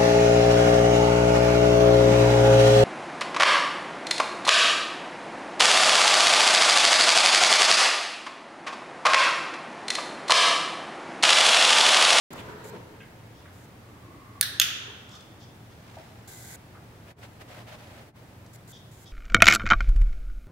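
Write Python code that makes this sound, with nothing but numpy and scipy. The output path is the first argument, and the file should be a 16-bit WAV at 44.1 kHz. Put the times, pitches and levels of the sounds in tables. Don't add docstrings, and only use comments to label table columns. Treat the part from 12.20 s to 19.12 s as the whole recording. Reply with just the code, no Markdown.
import sys
import numpy as np
from scipy import signal
from scipy.fft import rfft, irfft, next_fast_len
from scipy.io import wavfile
from scipy.ndimage import map_coordinates

SR = 44100
rng = np.random.default_rng(int(sys.argv[2]) if len(sys.argv) > 2 else 0)


def master_out(mix):
    frames = np.transpose(np.atleast_2d(mix))
    ceiling = np.clip(frames, -1, 1)
    pcm = np.round(ceiling * 32767).astype(np.int16)
    wavfile.write(sys.argv[1], SR, pcm)


N = 305172
TIME_S = np.arange(N) / SR


def amp(db):
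    return 10 ** (np.asarray(db) / 20)


def unit(x):
    return x / np.sqrt(np.mean(x ** 2) + 1e-20)


def curve(points):
    point_hz, values = np.transpose(points)
    return lambda hz: np.interp(np.log(hz + 1), np.log(point_hz + 1), values)


def band(centre_hz, width_oct):
    return lambda hz: np.maximum(-3 * (np.log2((hz + 1) / centre_hz) / width_oct) ** 2, -60)


def wobble(knots_per_s, size=N):
    knots = rng.standard_normal(int(size * knots_per_s / SR) + 4)
    return map_coordinates(knots, [np.arange(size) * knots_per_s / SR])


def gate(start_s, length_s, edge_s):
    t = TIME_S - start_s
    return np.clip(np.minimum(t, length_s - t) / edge_s, 0, 1)


def swell(peak_s, rise_s, fall_s):
    t = TIME_S - peak_s
    return amp(-20 * np.minimum(np.maximum(-t / rise_s, t / fall_s), 10))


def filtered(x, response):
    n = x.shape[-1]
    padded = next_fast_len(n + 8192)
    return irfft(rfft(x, padded) * response(np.fft.rfftfreq(padded, 1 / SR)), padded)[..., :n]


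def add(track, start_s, sound):
    part = track[..., max(round(start_s * SR), 0):][..., :sound.shape[-1]]
    part += sound[..., :part.shape[-1]]


# f/Hz, left-right correlation
COHERENCE = [(60, 1), (130, 0.94), (290, 0.9), (640, 0.62), (1410, 0.079), (3100, 0.041), (15000, .03)]

def noise(spectrum_db, size=N):
    def mid_side_gains(hz):
        angle = np.arccos(curve(COHERENCE)(hz)) / 2
        return amp(spectrum_db(hz)) * [np.cos(angle), np.sin(angle)]
    mid, side = filtered(rng.standard_normal((2, size)), mid_side_gains)
    return unit(np.array([mid + side, mid - side]))


# f/Hz, T60/s
TAIL_DECAY = [(300, 1.3), (1500, 1.3), (2800, 1.06), (3450, 1.07), (4200, 0.85), (6500, 0.8), (10000, 0.55),
              (15000, .38)]

def hall(x, wall_s=0.0151, sand_t60_s=0.06, wall_t60_s=0.04, beams_t60_s=0.28):
    t = np.arange(SR * 3 // 2) / SR
    late_s = np.maximum(t - wall_s, 0)
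    arrival = np.clip(late_s / 0.0013, 0, 1)
    def scatter(envelope, shared=0.87):
        return unit(envelope * (rng.standard_normal((2, len(t))) + shared * rng.standard_normal(len(t))))
    hz, frame_s, spectra = signal.stft(rng.standard_normal((2, len(t))), SR, nperseg=256)
    decay = amp(-60 * frame_s / curve(TAIL_DECAY)(hz)[:, None])
    tail = signal.istft(spectra * decay, SR, nperseg=256)[1][:, :len(t)]
    sand = amp(-12) * scatter(np.clip(t / 0.014, 0, 1) * amp(-60 * t / sand_t60_s))
    wall = amp([[-6.5], [-3.5]]) * scatter(arrival * amp(-60 * late_s / wall_t60_s))
    beams = amp(-4) * scatter(arrival * amp(-60 * late_s / beams_t60_s), shared=0)
    response = (sand + wall + beams + amp(-4) * unit(arrival * tail)) / np.sqrt(len(t))
    return signal.fftconvolve(x[None], response, axes=1)


# f/Hz, level/dB
HUM_TONES = [(93, -57.5), (115, -53.5)]
# f/Hz, relative density/dB
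RUMBLE_SPECTRUM = [(20, -42), (33, -28), (46, -9.5), (58, -10.5), (75, -3), (110, -2.5), (150, -2.5),
                   (220, -10.5), (330, -14.5), (600, -36)]
# f/Hz, relative density/dB
AIR_SPECTRUM = [(120, -9.5), (200, 0), (851, -6), (1100, -9.5), (1370, -9.5), (1530, -11), (1870, -11.5),
                (3070, -17), (14900, -35), (16000, -24)]

def background(rumble_db=-53, hiss_db=-52.5, sink_s=5.88, wash_db=-41.5, waver_db=2.5):
    hum = sum(amp(db + waver_db * wobble(13)) * np.sin(2 * np.pi * hz * TIME_S + 0.95 * wobble(6))
              for hz, db in HUM_TONES)
    rumble = amp(rumble_db) * noise(curve(RUMBLE_SPECTRUM))
    hiss = amp(hiss_db - 3 * np.maximum(TIME_S - sink_s, 0))
    wash = amp(wash_db - 21.5 * TIME_S)
    return hum + rumble + np.hypot(hiss, wash) * noise(curve(AIR_SPECTRUM))


# t/s, length/s, level/dB
RUSTLES = [(0.127, .014, -41.5), (0.155, 0.057, -54), (0.435, .07, -51), (1.323, 0.14, -61),
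           (4.073, 0.29, -46), (6.329, 0.037, -51.5), (6.473, 0.053, -51.5), (6.71, .14, -57)]
# f/Hz, relative density/dB
RUSTLE_SPECTRUM = [(450, -31), (750, 4), (1250, -20), (1560, 6.5), (1800, -14), (2030, 3.5), (2600, -21),
                   (3400, -4.5), (5800, -7), (6900, 1.5), (8000, -1.5), (8800, -6), (11200, -5),
                   (15500, -8.5)]

def dry_rustles(sag_db=1.5, build_db=2.5, grain_db=1.5, edge_s=0.006):
    envelope = np.zeros(N)
    for start_s, length_s, db in RUSTLES:
        progress = np.clip((TIME_S - start_s) / length_s, 0, 1)
        shape_db = build_db * (progress - .5) - sag_db * np.sin(np.pi * progress) ** 2
        envelope += amp(db + shape_db) * gate(start_s, length_s, edge_s)
    return envelope * amp(grain_db * wobble(500)) * noise(curve(RUSTLE_SPECTRUM))


def contact(db, hz, width_oct, t60_s, attack_s):
    t = np.arange(SR // 8) / SR
    envelope = amp(db - 60 * t / t60_s) * (1 - np.exp(-t / attack_s))
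    return envelope * noise(band(hz, width_oct), len(t))[0]


# t/s, level/dB, f/Hz
HOOF_KNOCKS = [(0.133, -40, 920), (0.533, -36, 433), (1.254, -46, 1440), (3.769, -39.5, 660),
               (4.545, -46.5, 1250)]

def hoof_knocks(settle_s=.023, settle_db=-4):
    out = np.zeros(N)
    for start_s, db, hz in HOOF_KNOCKS:
        for at_s, level_db in ((start_s, db), (start_s + settle_s, db + settle_db)):
            add(out, at_s, contact(level_db, hz, width_oct=.38, t60_s=0.087, attack_s=.003))
    return out


# peak t/s, level/dB
HOOF_DRAGS = [(0.18, -44), (0.3, -44.5), (0.45, -46.5), (0.555, -45)]
# f/Hz, relative density/dB
SAND_SPECTRUM = [(71, -34), (120, 2), (370, -3.5), (513, 0), (773, -26.5), (911, -2), (1090, -11.5),
                 (1430, -10.5), (4140, -25), (4980, -30), (16000, -43.5)]

def hoof_drags(rise_s=0.24, fall_s=.17, linger_db=-14.5, linger_s=2.1, grain_db=2.1):
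    power = np.zeros(N)
    for peak_s, db in HOOF_DRAGS:
        direct = swell(peak_s, rise_s, fall_s)
        lingering = amp(linger_db) * swell(peak_s, rise_s, linger_s)
        power += amp(db) ** 2 * (direct ** 2 + lingering ** 2)
    return np.sqrt(power) * amp(grain_db * wobble(70.6)) * noise(curve(SAND_SPECTRUM))


def friction(peak_s, length_s, db, resonances, rise_share=.42, grain_db=2.5):
    rise_s = length_s * rise_share
    envelope = swell(peak_s, rise_s, length_s - rise_s)
    active = envelope > .01
    n = int(active.sum())
    body = sum(amp(gain_db) * noise(band(hz, width_oct), n) for hz, width_oct, gain_db in resonances)
    out = np.zeros((2, N))
    out[:, active] = envelope[active] * amp(db + grain_db * wobble(200, n)) * body
    return out


# peak t/s, length/s, level/dB, f/Hz, width/oct
SOFT_SWELLS = [(0.19, .11, -46.5, 2700, .33), (0.33, 0.39, -48, 1430, 0.23),
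               (0.458, 0.57, -64.5, 4150, 0.076), (1.899, 1.1, -55.5, 300, 0.22),
               (2.951, 0.23, -53.5, 1200, 0.22), (3.109, .3, -55, 287, 0.23), (3.77, .8, -53, 1100, 1.3),
               (4.31, .2, -54.5, 2030, .2)]

def soft_swells():
    return sum(friction(peak_s, length_s, db, [(hz, width_oct, 0)])
               for peak_s, length_s, db, hz, width_oct in SOFT_SWELLS)


# peak t/s, length/s, level/dB
LOW_CREAKS = [(0.358, 1.15, -52), (2.69, .22, -53.5)]
# f/Hz, width/oct, gain/dB
CREAK_MODES = [(430, 0.067, 1.5), (990, 0.11, -2)]

def creaks():
    return sum(friction(peak_s, length_s, db, CREAK_MODES) for peak_s, length_s, db in LOW_CREAKS)


# f/Hz, width/oct, level/dB, T60/s
HOOK_MODES = [(1620, 0.039, -52, .22), (2050, 0.091, -54, .3), (2700, 0.16, -48.5, 0.14)]

def hook_clink(start_s=0.802):
    out = np.zeros(N)
    for hz, width_oct, db, t60_s in HOOK_MODES:
        add(out, start_s, contact(db, hz, width_oct, t60_s, attack_s=.0016))
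    return out


# t/s, length/s, source level/dB, upper band gain/dB
BIRD_CALLS = [(1.135, 0.08, -63.5, -3), (2.898, 0.076, -52.5, -1), (3.197, 0.05, -58.5, 0.5),
              (3.505, 0.024, -66, 2), (6.521, 0.06, -52.5, -5.5), (6.855, .03, -54, -1.5)]

def chirps(low_hz=3420, high_hz=5200, direct_db=-6, wet_db=-2, echo_lead_s=.012):
    out = np.zeros((2, N))
    for start_s, length_s, db, upper_db in BIRD_CALLS:
        n = int(length_s * SR)
        lower = noise(band(low_hz, width_oct=0.093), n)[0]
        upper = amp(upper_db) * noise(band(high_hz, width_oct=0.27), n)[0]
        call = amp(db) * signal.windows.tukey(n, .3) * (lower + upper)
        add(out, start_s, amp(direct_db) * call)
        add(out, start_s - echo_lead_s, amp(wet_db) * hall(call))
    return out


# f/Hz, width/oct, gain/dB
CANOPY_MODES = [(1120, .079, 1), (2050, .05, -10.5)]

def umbrella():
    return friction(peak_s=2.02, length_s=1.6, db=-55.5, resonances=CANOPY_MODES)


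def tongue_snap(modes, attack_s=0.00015, crack_t60_s=0.0037, buzz_t60_s=0.035):
    t = np.arange(SR // 16) / SR
    ring = sum(amp(db - 60 * t / t60_s) * np.sin(2 * np.pi * (hz * t + rng.random()))
               for hz, db, t60_s in modes)
    crack = amp(-4 - 60 * t / crack_t60_s)
    buzz = amp(-17 - 60 * t / buzz_t60_s)
    burst = (crack + buzz) * rng.standard_normal(len(t))
    small_box = signal.butter(6, 1330, "high", fs=SR, output="sos")
    return signal.sosfilt(small_box, (ring + burst) * (1 - np.exp(-t / attack_s)))


# t/s, direct gain/dB, hall gain/dB
CLICKS = [(2.2113, -7.5, 15), (2.3988, -8, 22)]
# f/Hz, relative level/dB, T60/s
PRESS_MODES = [(1467, -21.5, 0.028), (1780, -20.5, 0.016), (2880, -43, 0.01), (3660, -8.5, 0.014),
               (4320, -8.5, 0.016), (4930, -8.5, 0.0094), (6220, -7.5, 0.012), (8250, -17, 0.0086),
               (9520, 3, 0.0074), (9630, 5, 0.0032), (12300, -22, .008), (13500, -5, 0.012),
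               (13900, -6, 0.0093), (15200, -3.5, 0.0078)]
# f/Hz, relative level/dB, T60/s
RELEASE_MODES = [(1414, -11, 0.012), (1854, -16, 0.01), (2690, -4, 0.014), (3100, -3.5, 0.014),
                 (3490, 4.5, 0.011), (4230, 3, 0.0072), (5050, -1.5, 0.011), (5500, -15.5, 0.016),
                 (6600, 1.5, 0.016), (8240, -17.5, 0.015), (10250, -14.5, 0.018), (11970, -9.5, 0.022),
                 (13170, 1, 0.0095), (14300, -21.5, .008)]
# f/Hz, gain/dB
PRESS_RADIATION = [(950, -41.5), (1280, -12), (1700, 1), (2300, -13), (3200, -7), (3850, 1.5), (5000, -9),
                   (6100, -10.5), (7300, -20), (9300, -9), (10400, -10.5), (10900, -23.5), (13600, -9),
                   (15000, -18)]
# f/Hz, gain/dB
RELEASE_RADIATION = [(800, -41), (1130, -19.5), (1380, -7), (2200, -11), (2700, -3.5), (3500, 0),
                     (3950, -8.5), (5200, -10.5), (6600, -8.5), (7900, -22), (10300, -18.5), (11500, -20),
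                     (12800, -14), (15000, -22)]

def clicker(left_db=-2, right_db=2, shadow_hz=10500):
    out = np.zeros((2, N))
    shadow = signal.butter(1, shadow_hz, fs=SR)
    strokes = (PRESS_MODES, PRESS_RADIATION), (RELEASE_MODES, RELEASE_RADIATION)
    for (start_s, db, hall_db), (modes, radiation) in zip(CLICKS, strokes):
        click = amp(db) * tongue_snap(modes)
        add(out[0], start_s, amp(left_db) * signal.lfilter(*shadow, click))
        add(out[1], start_s, amp(right_db) * click)
        echo = filtered(hall(np.ones(1)), lambda hz: amp(curve(radiation)(hz)))
        add(out, start_s, amp(hall_db) * amp([[-.5], [.5]]) * echo)
    return out


# t/s, level/dB
TACK_TICKS = [(2.891, -44), (2.952, -43), (3.006, -45.5), (6.262, -49.5)]

def tack_ticks():
    out = np.zeros(N)
    for start_s, db in TACK_TICKS:
        add(out, start_s, contact(db, hz=5030, width_oct=0.51, t60_s=0.025, attack_s=.0016))
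    return out


# t/s, length/s, level/dB
ZOOM_SPURTS = [(4.855, 0.086, -53), (5.01, 0.065, -47), (5.194, 0.045, -45.5), (5.271, .17, -48.5),
               (5.459, .12, -47), (5.569, 0.28, -52.5)]
# f/Hz, relative density/dB
ZOOM_SPECTRUM = [(250, -27), (600, 9), (900, 1.5), (1300, -0.5), (2000, 0), (3500, -5.5), (7000, -15),
                 (15000, -21.5)]

def zoom(spin_up_s=0.024, grain_db=1.4):
    drive = sum(amp(db) * gate(start_s, length_s, spin_up_s) for start_s, length_s, db in ZOOM_SPURTS)
    return drive * amp(grain_db * wobble(150)) * noise(curve(ZOOM_SPECTRUM))


def scene(wet_db=-5):
    impacts = hoof_knocks() + hook_clink() + tack_ticks()
    echo = amp(wet_db) * hall(impacts)[:, :N]
    return (background() + dry_rustles() + impacts + echo + hoof_drags() + soft_swells() + creaks()
            + chirps() + umbrella() + clicker() + zoom())


# start t/s, end t/s
LEVEL_DIPS = [(4.915, 4.988), (5.892, 5.962)]

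def record(dry, start_s=0.1055, bass_dip_db=-11, treble_dip_db=-22, split_hz=2000, top_hz=15900):
    dip = sum(gate(begin_s, end_s - begin_s, edge_s=0.029) for begin_s, end_s in LEVEL_DIPS)
    bass = filtered(dry, lambda hz: 1 / (1 + (hz / split_hz) ** 2))
    dipped = bass * amp(bass_dip_db * dip) + (dry - bass) * amp(treble_dip_db * dip)
    clipped = np.clip(dipped * (TIME_S > start_s), -1, 1)
    return filtered(clipped, lambda hz: np.clip((top_hz - hz) / 200, 0, 1))


dry = scene()
out = record(dry)
master_out(out)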